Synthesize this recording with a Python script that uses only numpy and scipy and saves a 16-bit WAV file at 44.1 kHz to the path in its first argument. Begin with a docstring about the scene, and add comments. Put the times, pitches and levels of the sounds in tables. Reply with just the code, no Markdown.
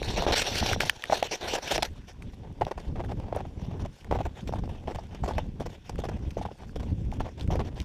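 """Cloth rasps over a hard camera case above a lumpy low rumble, and jolts knock the case, low and boxy.
The camera is turned in the hand against a jacket, then carried over crusted snow: boots crunch, clothes swish.
Clumped noise and clicks drive rasp, fizz, crackle and the modes of the case; knocks are decaying sines.
Snaps are short noise bursts, ticks are shorter still; wind and grip are slowly gusting low noise.
A faint steady hiss lies beneath."""
import sys
import numpy as np
from scipy import signal
from scipy.fft import rfft, irfft
from scipy.io import wavfile
from scipy.ndimage import uniform_filter1d

SR = 44100
rng = np.random.default_rng(int(sys.argv[2]) if len(sys.argv) > 2 else 0)


def rack_gain(trim_db):
    """Turn a fader trim in dB into the linear factor to multiply a signal by."""
    fader = np.asarray(trim_db, float)
    return 10 ** (fader / 20)


def store_pcm(level_fs):
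    """Save levels as 16-bit WAV."""
    pcm = np.round(np.clip(level_fs, -1, 1) * 32767).astype(np.int16)
    wavfile.write(sys.argv[1], SR, np.atleast_2d(pcm).T)


N = 345744
WALK_S = 1.89  # rubbing in the hand gives way to the walk


def evened(x):
    """Scales to rms 1."""
    return x / np.sqrt(np.mean(x ** 2) + 1e-20)


def curve(rows, column):
    """One column of a table, joined by straight lines sample by sample."""
    table = np.array(rows)
    return np.interp(np.arange(N) / SR, table[:, 0], table[:, column])


def coloured(x, points):
    """Filters x by a curve of (Hz, dB) points, then scales it to rms 1."""
    f, db = np.transpose(points)
    hz = np.fft.rfftfreq(N, 1 / SR)
    gain_db = np.interp(np.log(hz + 1), np.log(f + 1), db, -90, -90)
    return evened(irfft(rfft(x) * rack_gain(gain_db), N))


def lumps(seconds):
    """Slow chance of rms 1 that changes about every so many seconds."""
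    size = max(int(seconds * SR), 2)
    smooth = uniform_filter1d(rng.standard_normal(N), size)
    return evened(uniform_filter1d(smooth, size))


def grains(per_s, spread_db):
    """Sparse clicks of random sign, a few of them large."""
    size = rack_gain(spread_db * np.minimum(rng.exponential(1, N), 4))
    sign = rng.choice([-1, 1], N)
    return size * sign * (rng.random(N) < per_s / SR)


def ring(x, hz, width):
    """One resonance of gain 1 at its peak."""
    b, a = signal.iirpeak(hz, hz / width, SR)
    return signal.lfilter(b, a, x)


def add(mix, s, sound):
    """Mixes sound in at time s."""
    part = mix[max(round(s * SR), 0):][:len(sound)]
    part += sound[:len(part)]


# Spectrum of the low turbulence. Each row: frequency in Hz, relative density in dB per Hz.
RUMBLE_COLOUR = [(12, -47), (20, 0), (43, -3), (75, -0.5), (105, -5.5), (190, -9.5), (414, -23),
                 (506, -28.5), (600, -30.5), (780, -87), (1320, -120)]
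# Wind on the case. Each row: time in seconds, level in dB before grip and lulls.
WIND = [(0.0, -33), (0.3, -32.5), (0.83, -33), (0.93, -51.5), (1.5, -57), (1.68, -57), (1.73, -36),
        (1.95, -42.5), (2.3, -39.5), (2.8, -39), (3.0, -28.5), (3.5, -40), (3.84, -28), (4.55, -31),
        (5.0, -40), (5.4, -33.5), (6.4, -35), (7.0, -32), (7.64, -26.5), (7.84, -37.5)]
# The swinging arm halts, mostly once a stride, and the rumble drops.
# Each row: centre in seconds, depth in dB, half width in seconds.
LULLS = [(0.4, 7.5, 0.23), (1.01, 9, 0.055), (1.38, 9, 0.094), (2.1, 6.5, 0.13), (2.73, 17, 0.05),
         (3.981, 35, 0.13), (4.34, 18, 0.13), (5.08, 5, 0.093), (5.811, 17, 0.16), (6.572, 16, 0.12),
         (7.34, 16, 0.13)]


def rumble():
    """Lumpy low turbulence: the wind and the tightening hand, both easing when the arm halts."""
    grip_db, grip_s = -4.5, 0.057  # hand tightening with each jostle: level over the jostle, sluggishness
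    t = np.arange(N) / SR
    gusts = rack_gain(3.55 * lumps(0.016))
    lull_db = sum(db * np.maximum(1 - abs(t - s) / half, 0) for s, db, half in LULLS)
    jostle = spells(JOSTLE, bright=0, sag_db=14.0, fall_db_per_s=600)
    grip = rack_gain(grip_db) * uniform_filter1d(jostle, int(grip_s * SR))
    level = np.hypot(rack_gain(curve(WIND, column=1)), grip) * rack_gain(-lull_db)
    return level * evened(gusts * coloured(rng.standard_normal(N), RUMBLE_COLOUR))


# Rubbing as the case colours it, lent to the air too. Each row: frequency in Hz, relative density in dB per Hz.
RASP_COLOUR = [(800, -24), (1100, -7.5), (1500, 7), (2100, 4.5), (2600, 7), (3600, 7), (4200, -6),
               (4700, -7), (5700, -1), (6600, -14.5), (7600, -32), (16000, -60)]
# Fizz of the rub and of the microphone. Each row: frequency in Hz, relative density in dB per Hz.
FIZZ_COLOUR = [(4120, -9), (7000, -12), (8070, -15.5), (11900, -22), (14700, -25), (15600, -38),
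               (16000, -28)]


def hiss():
    """The steady floor: air through the case and the microphone's own fizz."""
    air_db, own_db = -70, -77
    air, own = rng.standard_normal((2, N))
    return rack_gain(air_db) * coloured(air, RASP_COLOUR) + rack_gain(own_db) * coloured(own, FIZZ_COLOUR)


# Strokes of cloth, first over the case, then faint ones as the walker's clothes swish.
# Each row: start in seconds, length in seconds, jostle in dB, brightness (rasp over jostle) in dB.
STROKES = [(0.024, 0.13, -39, -2.5), (0.16, 0.094, -30, -7), (0.265, 0.048, -25.5, -11.5),
           (0.321, 0.021, -24.5, -2.5), (0.351, 0.075, -34.5, 5.5), (0.424, 0.16, -35, -0.5),
           (0.538, 0.071, -40, 7), (0.611, 0.044, -34.5, -1.5), (0.654, 0.091, -34.5, 0.5),
           (0.802, 0.04, -32.5, 1), (0.847, .055, -41.5, 3), (1.022, 0.041, -48, -8),
           (1.103, .025, -38.5, -4), (1.122, 0.037, -31, -2), (1.142, 0.06, -38.5, 0),
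           (1.227, 0.0027, -30, -23), (1.235, 0.036, -40, -1), (1.311, 0.047, -35, -1),
           (1.41, 0.076, -36, -6), (1.475, 0.054, -37, -1), (1.532, 0.031, -29.5, -2),
           (1.568, 0.018, -34.5, -7), (1.622, 0.05, -39, -2), (1.67, 0.05, -40, 2.5),
           (1.705, 0.058, -31, 1), (1.78, 0.0059, -27, -16), (1.823, 0.0041, -26.5, 0),
           (1.835, 0.025, -39.5, 0.5), (1.95, 0.038, -53, -7), (2.07, 0.048, -54, -1),
           (2.33, 0.016, -51, -7), (2.79, 0.098, -48.5, -9), (2.88, 0.046, -45.5, -28),
           (3.17, 0.18, -45.5, -28), (3.57, 0.085, -46, -11.5), (3.66, 0.11, -45.5, -17),
           (3.923, 0.11, -59, -1), (4.225, .05, -53.5, -6), (4.35, 0.059, -44, -10),
           (4.69, 0.12, -48.5, -12.5), (5.0, 0.068, -49.5, -10), (5.11, .04, -43.5, -12),
           (5.33, 0.046, -41, -12), (5.69, 0.073, -47.5, -7.5), (5.841, 0.069, -53.5, -3.5),
           (6.11, 0.065, -42, -15), (6.22, 0.068, -45, -13.5), (6.54, 0.025, -52, -22),
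           (6.585, 0.06, -47, -11), (6.86, 0.066, -49, -10), (7.241, 0.052, -36.5, -15),
           (7.373, 0.048, -41.5, -11.5), (7.647, 0.043, -42.5, -11), (7.758, 0.054, -42.5, -11)]
# Crust giving way under a boot.
# Each row: start in seconds, length in seconds, jostle in dB, brightness (rasp over jostle) in dB.
CRUNCHES = [(2.22, 0.014, -58, 3), (2.61, 0.017, -27, -29), (2.666, 0.026, -37.5, -14.5),
            (2.711, 0.0083, -34, -17), (2.775, 0.0094, -39.5, -13), (2.956, 0.061, -37, -25.5),
            (3.038, 0.01, -34.5, -20), (3.083, 0.038, -37.5, -18.5), (3.325, 0.0082, -33.5, -36),
            (3.347, 0.061, -35, -17.5), (3.447, 0.011, -40, -19), (3.794, 0.035, -40.5, -13),
            (3.848, 0.014, -40.5, -11.5), (4.111, 0.059, -30.5, -21), (4.187, .027, -33, -17.5),
            (4.251, 0.019, -36, -14.5), (4.406, 0.018, -50.5, -6.5), (4.473, 0.015, -41.5, -6.5),
            (4.524, 0.024, -44.5, -8), (4.556, 0.016, -39.5, -14.5), (4.585, 0.01, -40.5, -13.5),
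            (4.637, 0.0097, -42.5, -12.5), (4.691, 0.0055, -41, -16), (4.873, 0.054, -36.5, -17),
            (4.947, 0.012, -36, -12), (4.984, 0.01, -37.5, -12.5), (5.147, 0.0041, -34, -11),
            (5.233, 0.032, -38.5, -12.5), (5.277, 0.044, -31.5, -15.5), (5.381, 0.014, -29, -15.5),
            (5.599, 0.027, -39, -10.5), (5.656, 0.018, -38.5, -10.5), (5.894, 0.0048, -37.5, -9.5),
            (5.981, 0.023, -41.5, -7.5), (6.037, 0.018, -33.5, -14), (6.086, 0.011, -34.5, -13),
            (6.305, 0.011, -52.5, -1.5), (6.369, 0.025, -38.5, -13.5), (6.413, 0.023, -41, -8.5),
            (6.45, 0.0099, -33.5, -16), (6.508, 0.012, -41, -14.5), (6.634, 0.0055, -36, -18),
            (6.757, 0.016, -44, -8.5), (6.796, 0.013, -39, -11.5), (6.827, 0.017, -43.5, -14),
            (7.116, 0.057, -48, -10), (7.198, 0.015, -33.5, -11), (7.412, 0.021, -51, -2),
            (7.504, 0.063, -32.5, -16), (7.591, 0.021, -25.5, -21.5), (7.8, 0.0055, -47, -11),
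            (7.816, 0.014, -54, 2.5)]
# What each layer does. Each row: level between strokes in dB, level between crunches in dB,
# offset under a stroke in dB, offset under a crunch in dB, settling snow relative to the crunch in dB.
RASP = (-52.5, -70, -1, -3.5, -8.5)
FIZZ = (-61.5, -77.5, -8.5, -6, -16.5)
JOSTLE = (-54.5, -60, -3.5, -2, -18.5)


def spells(layer, bright, sag_db, fall_db_per_s):
    """A layer's gain: a crunch starts at once, sags, breaks off and settles; a swish of cloth swells softly."""
    lift_db_per_s, touch_db_per_s = 1300, 902  # cloth leaving the case, and a long swish meeting it
    settle_db_per_s = 93  # dying of the settling snow
    swell_db, uneven_db = 2, 3.5  # arch of a swish, drift of the level between crunches
    rest_db, walk_db, stroke_db, crunch_db, settle_db = layer
    t = np.arange(N) / SR
    db = np.where(t > WALK_S, walk_db + uneven_db * lumps(0.058), rest_db)
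    for k, (s, length, jostle_db, brightness_db) in enumerate(STROKES + CRUNCHES):
        boot = k >= len(STROKES)
        span = slice(round(s * SR), round((s + length + .3) * SR))
        done = np.minimum((t[span] - s) / length, 1)
        after = t[span] - s - length
        swish = not boot and (brightness_db > -6 or s > WALK_S)
        if swish:
            hold = swell_db * (np.sin(np.pi * done) - .6)
        else:
            hold = sag_db * (.5 - done)
        if swish and length > .045:
            hold = hold + np.minimum(touch_db_per_s * (t[span] - s) - 6.5, 0)
        tail = -(fall_db_per_s if boot else lift_db_per_s) * after
        if boot:
            tail = np.maximum(tail, settle_db - settle_db_per_s * after)
        level = jostle_db + bright * brightness_db + (crunch_db if boot else stroke_db)
        db[span] = np.maximum(db[span], level + hold + np.minimum(tail, 0) * (after > 0))
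    return rack_gain(uniform_filter1d(db, size=100, mode="nearest"))


def crunching():
    """True while a boot is breaking crust, and for 20 ms after."""
    t = np.arange(N) / SR
    return sum((t > s) & (t < s + length + .02) for s, length, *_ in CRUNCHES) > 0


def patchy(x, depth_db):
    """The colour shifts in patches some 40 ms long and 1 kHz wide as the point of contact moves."""
    z = signal.stft(x, nperseg=256, noverlap=192)[2]
    patches = uniform_filter1d(rng.standard_normal(z.shape), size=6, axis=0)
    patches = uniform_filter1d(patches, size=28, axis=1)
    return signal.istft(z * rack_gain(depth_db * evened(patches)), nperseg=256, noverlap=192)[1][:N]


# Each size of snow grain breaks at its own pitch.
# Each row: frequency in Hz, width of the narrower filter pass in Hz, level in dB.
CRYSTALS = [(990, 320, 0.5), (1445, 210, -7), (1900, 1800, -13.5), (2400, 2100, -10.5)]


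def crackle():
    """Fine snow grains break one by one, each size in its own sparse train of ringing clicks."""
    out = np.zeros(N)
    for hz, width, db in CRYSTALS:
        clicks = grains(per_s=260, spread_db=4.0)
        out += rack_gain(db) * evened(ring(ring(clicks, hz, width), hz, 2 * width))
    return evened(out)


# Cloth right on the case sings here too.
# Each row: frequency in Hz, width of each filter pass in Hz, level in dB over the rasp.
WEAVE = [(3980, 1320, -6), (5660, 940, -11.5)]


def weave(slips):
    """Cloth sings in two bands until the walk, half as loud once the case is turned."""
    turned_s = .79
    t = np.arange(N) / SR
    song = sum(rack_gain(db) * evened(ring(ring(slips, hz, w), hz, w)) for hz, w, db in WEAVE)
    return song * (t <= WALK_S) * np.where(t < turned_s, 1, .5)


# Modes of the case, for rubbing and knocks alike. Each row: frequency in Hz, width in Hz, level in dB.
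CASE = [(448, 252, 12), (569, 203, 7.5), (715.5, 175, 9), (853, 59, -3), (1500, 840, -6)]


def rub():
    """Clumped slips of fibres and crystals drive a rasp, a fizz above it and the modes of the case."""
    clumps_db = lumps(0.0095)  # of rms 1, deepened for each layer
    walking = np.arange(N) > WALK_S * SR
    crust = crunching()
    share = np.where(crust, 1.2, .55)  # crust breaks in coarser grains than cloth slips
    cracks = evened(grains(per_s=500, spread_db=2.5))
    slips = evened(patchy(rng.standard_normal(N) + share * cracks, depth_db=3.0))

    rasp = rack_gain(np.where(crust, 2.5, 1.5) * clumps_db) * (coloured(slips, RASP_COLOUR) + weave(slips))
    fizz = evened(rack_gain(np.where(crust, 3.1, 2.1) * clumps_db) * coloured(slips, FIZZ_COLOUR))

    smooth = np.where(walking, .55, 1.6) * rng.standard_normal(N)
    jolts = smooth + 1.2 * cracks + evened(grains(per_s=400, spread_db=4.0))
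    jolts = rack_gain(np.where(crust, 3.5, 2.5) * clumps_db) * jolts
    case = evened(sum(rack_gain(db) * ring(ring(jolts, hz, 3 * w), hz, w) for hz, w, db in CASE))

    crush = np.where(crust, rack_gain(-5.5), rack_gain(-12.5) * walking) * crackle()

    out = spells(RASP, bright=1, sag_db=2.5, fall_db_per_s=1502) * rasp
    out += spells(FIZZ, bright=1.366, sag_db=0.5, fall_db_per_s=2500) * fizz
    out += spells(JOSTLE, bright=0, sag_db=0.5, fall_db_per_s=1505.0) * case
    out += spells(JOSTLE, bright=0.47, sag_db=3, fall_db_per_s=1200) * crush
    return out


# Jolts that knock the case. Each row: start in seconds, peak in dB, pitch that the struck spot favours in Hz.
KNOCKS = [(0.018, -20.5, 436), (0.223, -16, 690), (0.266, -10.5, 447), (0.276, -16, 400), (0.286, -26, 450),
          (0.627, -16.5, 720), (0.661, -18, 565), (0.714, -18, 720), (0.762, -21.5, 605), (0.804, -19, 480),
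          (0.834, -19, 740), (1.098, -17.5, 576), (1.124, -11.5, 710), (1.131, -9, 660), (1.226, -14, 790),
          (1.422, -29, 724), (1.537, -15.5, 440), (1.708, -31, 480), (1.759, -21, 700), (1.78, -16.5, 590),
          (1.827, -19, 896), (2.611, -19.5, 720), (2.619, -14.5, 750), (2.668, -17.5, 500),
          (2.779, -25, 640), (3.003, -26.5, 640), (3.099, -36, 790), (3.113, -33, 850), (3.2, -34, 750),
          (3.326, -19, 527), (3.364, -16.5, 574), (3.452, -31.5, 706), (3.855, -28, 675), (4.112, -13, 546),
          (4.125, -11, 563), (4.157, -20, 760), (4.188, -26, 720), (4.206, -21, 760), (4.261, -30, 800),
          (4.493, -21.5, 388), (4.525, -26.5, 790), (4.537, -18.5, 734), (4.559, -31, 780),
          (4.584, -35, 740), (4.637, -27.5, 650), (4.677, -30, 400), (4.881, -18.5, 520), (4.987, -27, 735),
          (5.238, -19.5, 725), (5.291, -20, 540), (5.31, -20, 860), (5.387, -20.5, 822),
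          (5.606, -21.5, 564), (5.618, -27, 650), (5.989, -22, 505), (6.003, -39, 800), (6.019, -36, 800),
          (6.038, -27.5, 810), (6.051, -39, 850), (6.09, -24, 425), (6.37, -18.5, 520), (6.383, -33, 850),
          (6.394, -38, 800), (6.413, -26, 810), (6.452, -25, 776), (6.487, -35, 810), (6.514, -30, 382),
          (6.762, -23.5, 382), (7.125, -29.5, 826), (7.205, -17, 805), (7.504, -24, 640), (7.554, -19, 540)]


def knocks():
    """A soft push sets the modes swinging for a few cycles, those near the struck spot's pitch most."""
    out, t = np.zeros(N), np.arange(3000) / SR
    f, width, mode_db = np.transpose(CASE)[:, :, None]
    phases = rng.random((len(KNOCKS), len(CASE), 1))
    for (s, db, hz), turns in zip(KNOCKS, phases):
        favour_db = mode_db - 25 * abs(np.log2(f / hz))  # dB lost for each octave away
        modes = np.sin(2 * np.pi * (f * t + turns)) * np.exp(-np.pi * width * t)
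        swing = (rack_gain(favour_db) * modes).sum(0)
        swing = swing * (1 - np.exp(-t / 0.00049))  # rise time constant in s
        add(out, s, rack_gain(db) * swing / abs(swing).max())
    return out


# Snaps of crust, cloth and latch. Each row: start in seconds, peak in dB, centre frequency in Hz.
SNAPS = [(0.0297, -23, 2360), (0.223, -20.5, 3700), (0.6624, -16.5, 3400), (0.732, -14.5, 1560),
         (0.8056, -12, 1900), (0.8963, -6, 2030), (1.023, -28, 3000), (1.039, -17.5, 1910),
         (1.0553, -29, 2370), (1.1, -30, 1930), (1.228, -15.5, 2740), (1.7793, -18, 2200),
         (1.8239, -17, 3040), (1.83, -10, 2600), (1.8513, -22.5, 2930), (2.223, -36, 2200),
         (2.6174, -29, 1900), (2.6503, -32.5, 3200), (3.048, -36.5, 1500), (3.173, -50, 1600),
         (3.201, -42, 3000), (3.361, -36, 9000), (4.0457, -37, 1640), (5.9576, -35.5, 1690),
         (6.0905, -32.5, 1440), (6.193, -48, 1500), (6.307, -39, 2360), (6.694, -41.5, 1580),
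         (6.762, -39, 2400), (7.1172, -37, 2390), (7.2072, -31.5, 1650), (7.397, -37, 3200),
         (7.4102, -28.5, 3000), (7.4762, -34, 1680), (7.557, -31, 1740), (7.802, -25, 3160), ]


def snaps():
    """Short dying bursts of noise with a click, wide in band with a peak at their centre."""
    out, t = np.zeros(N), np.arange(1500) / SR
    for (s, db, hz), noise in zip(SNAPS, rng.standard_normal((len(SNAPS), 1500))):
        burst = noise * rack_gain(-60 * t / 0.0092) * (1 - np.exp(-t / 0.00026))  # 60 dB decay and rise in s
        burst = burst + 4 * signal.unit_impulse(len(t), idx=8)  # the break itself
        peak = ring(ring(burst, hz, 1.3 * hz), hz, .5 * hz)
        burst = peak + rack_gain(-19.0) * ring(burst, 4000, 5000)
        add(out, s, rack_gain(db) * burst / abs(burst).max())
    return out


def ticks():
    """Stray dry ticks of crystals and fibres, high in pitch: noise dying within a millisecond or two."""
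    t = np.arange(200) / SR
    decay = rack_gain(-60 * t / 0.0016)  # 60 dB decay in s
    envelope = signal.oaconvolve(grains(per_s=7, spread_db=0.5), decay)[:N]
    return rack_gain(-50) * ring(envelope * rng.standard_normal(N), 6400, 6100)


def scene():
    """All sources reach the one microphone through the case."""
    return (rumble() + hiss() + rub() + knocks() + snaps() + ticks())[None]


def band_limit(x):
    """A steep low-pass at the top of the band."""
    return signal.sosfilt(signal.butter(12, 16440, fs=SR, output="sos"), x)


def record(dry):
    """A steep low-pass at 15.6 kHz limits the band of the finished mix."""
    edge = signal.firwin(255, 15600, fs=SR)
    mix = signal.oaconvolve(dry, edge[None], "same")
    return band_limit(mix)


dry = scene()
out = record(dry)
store_pcm(out)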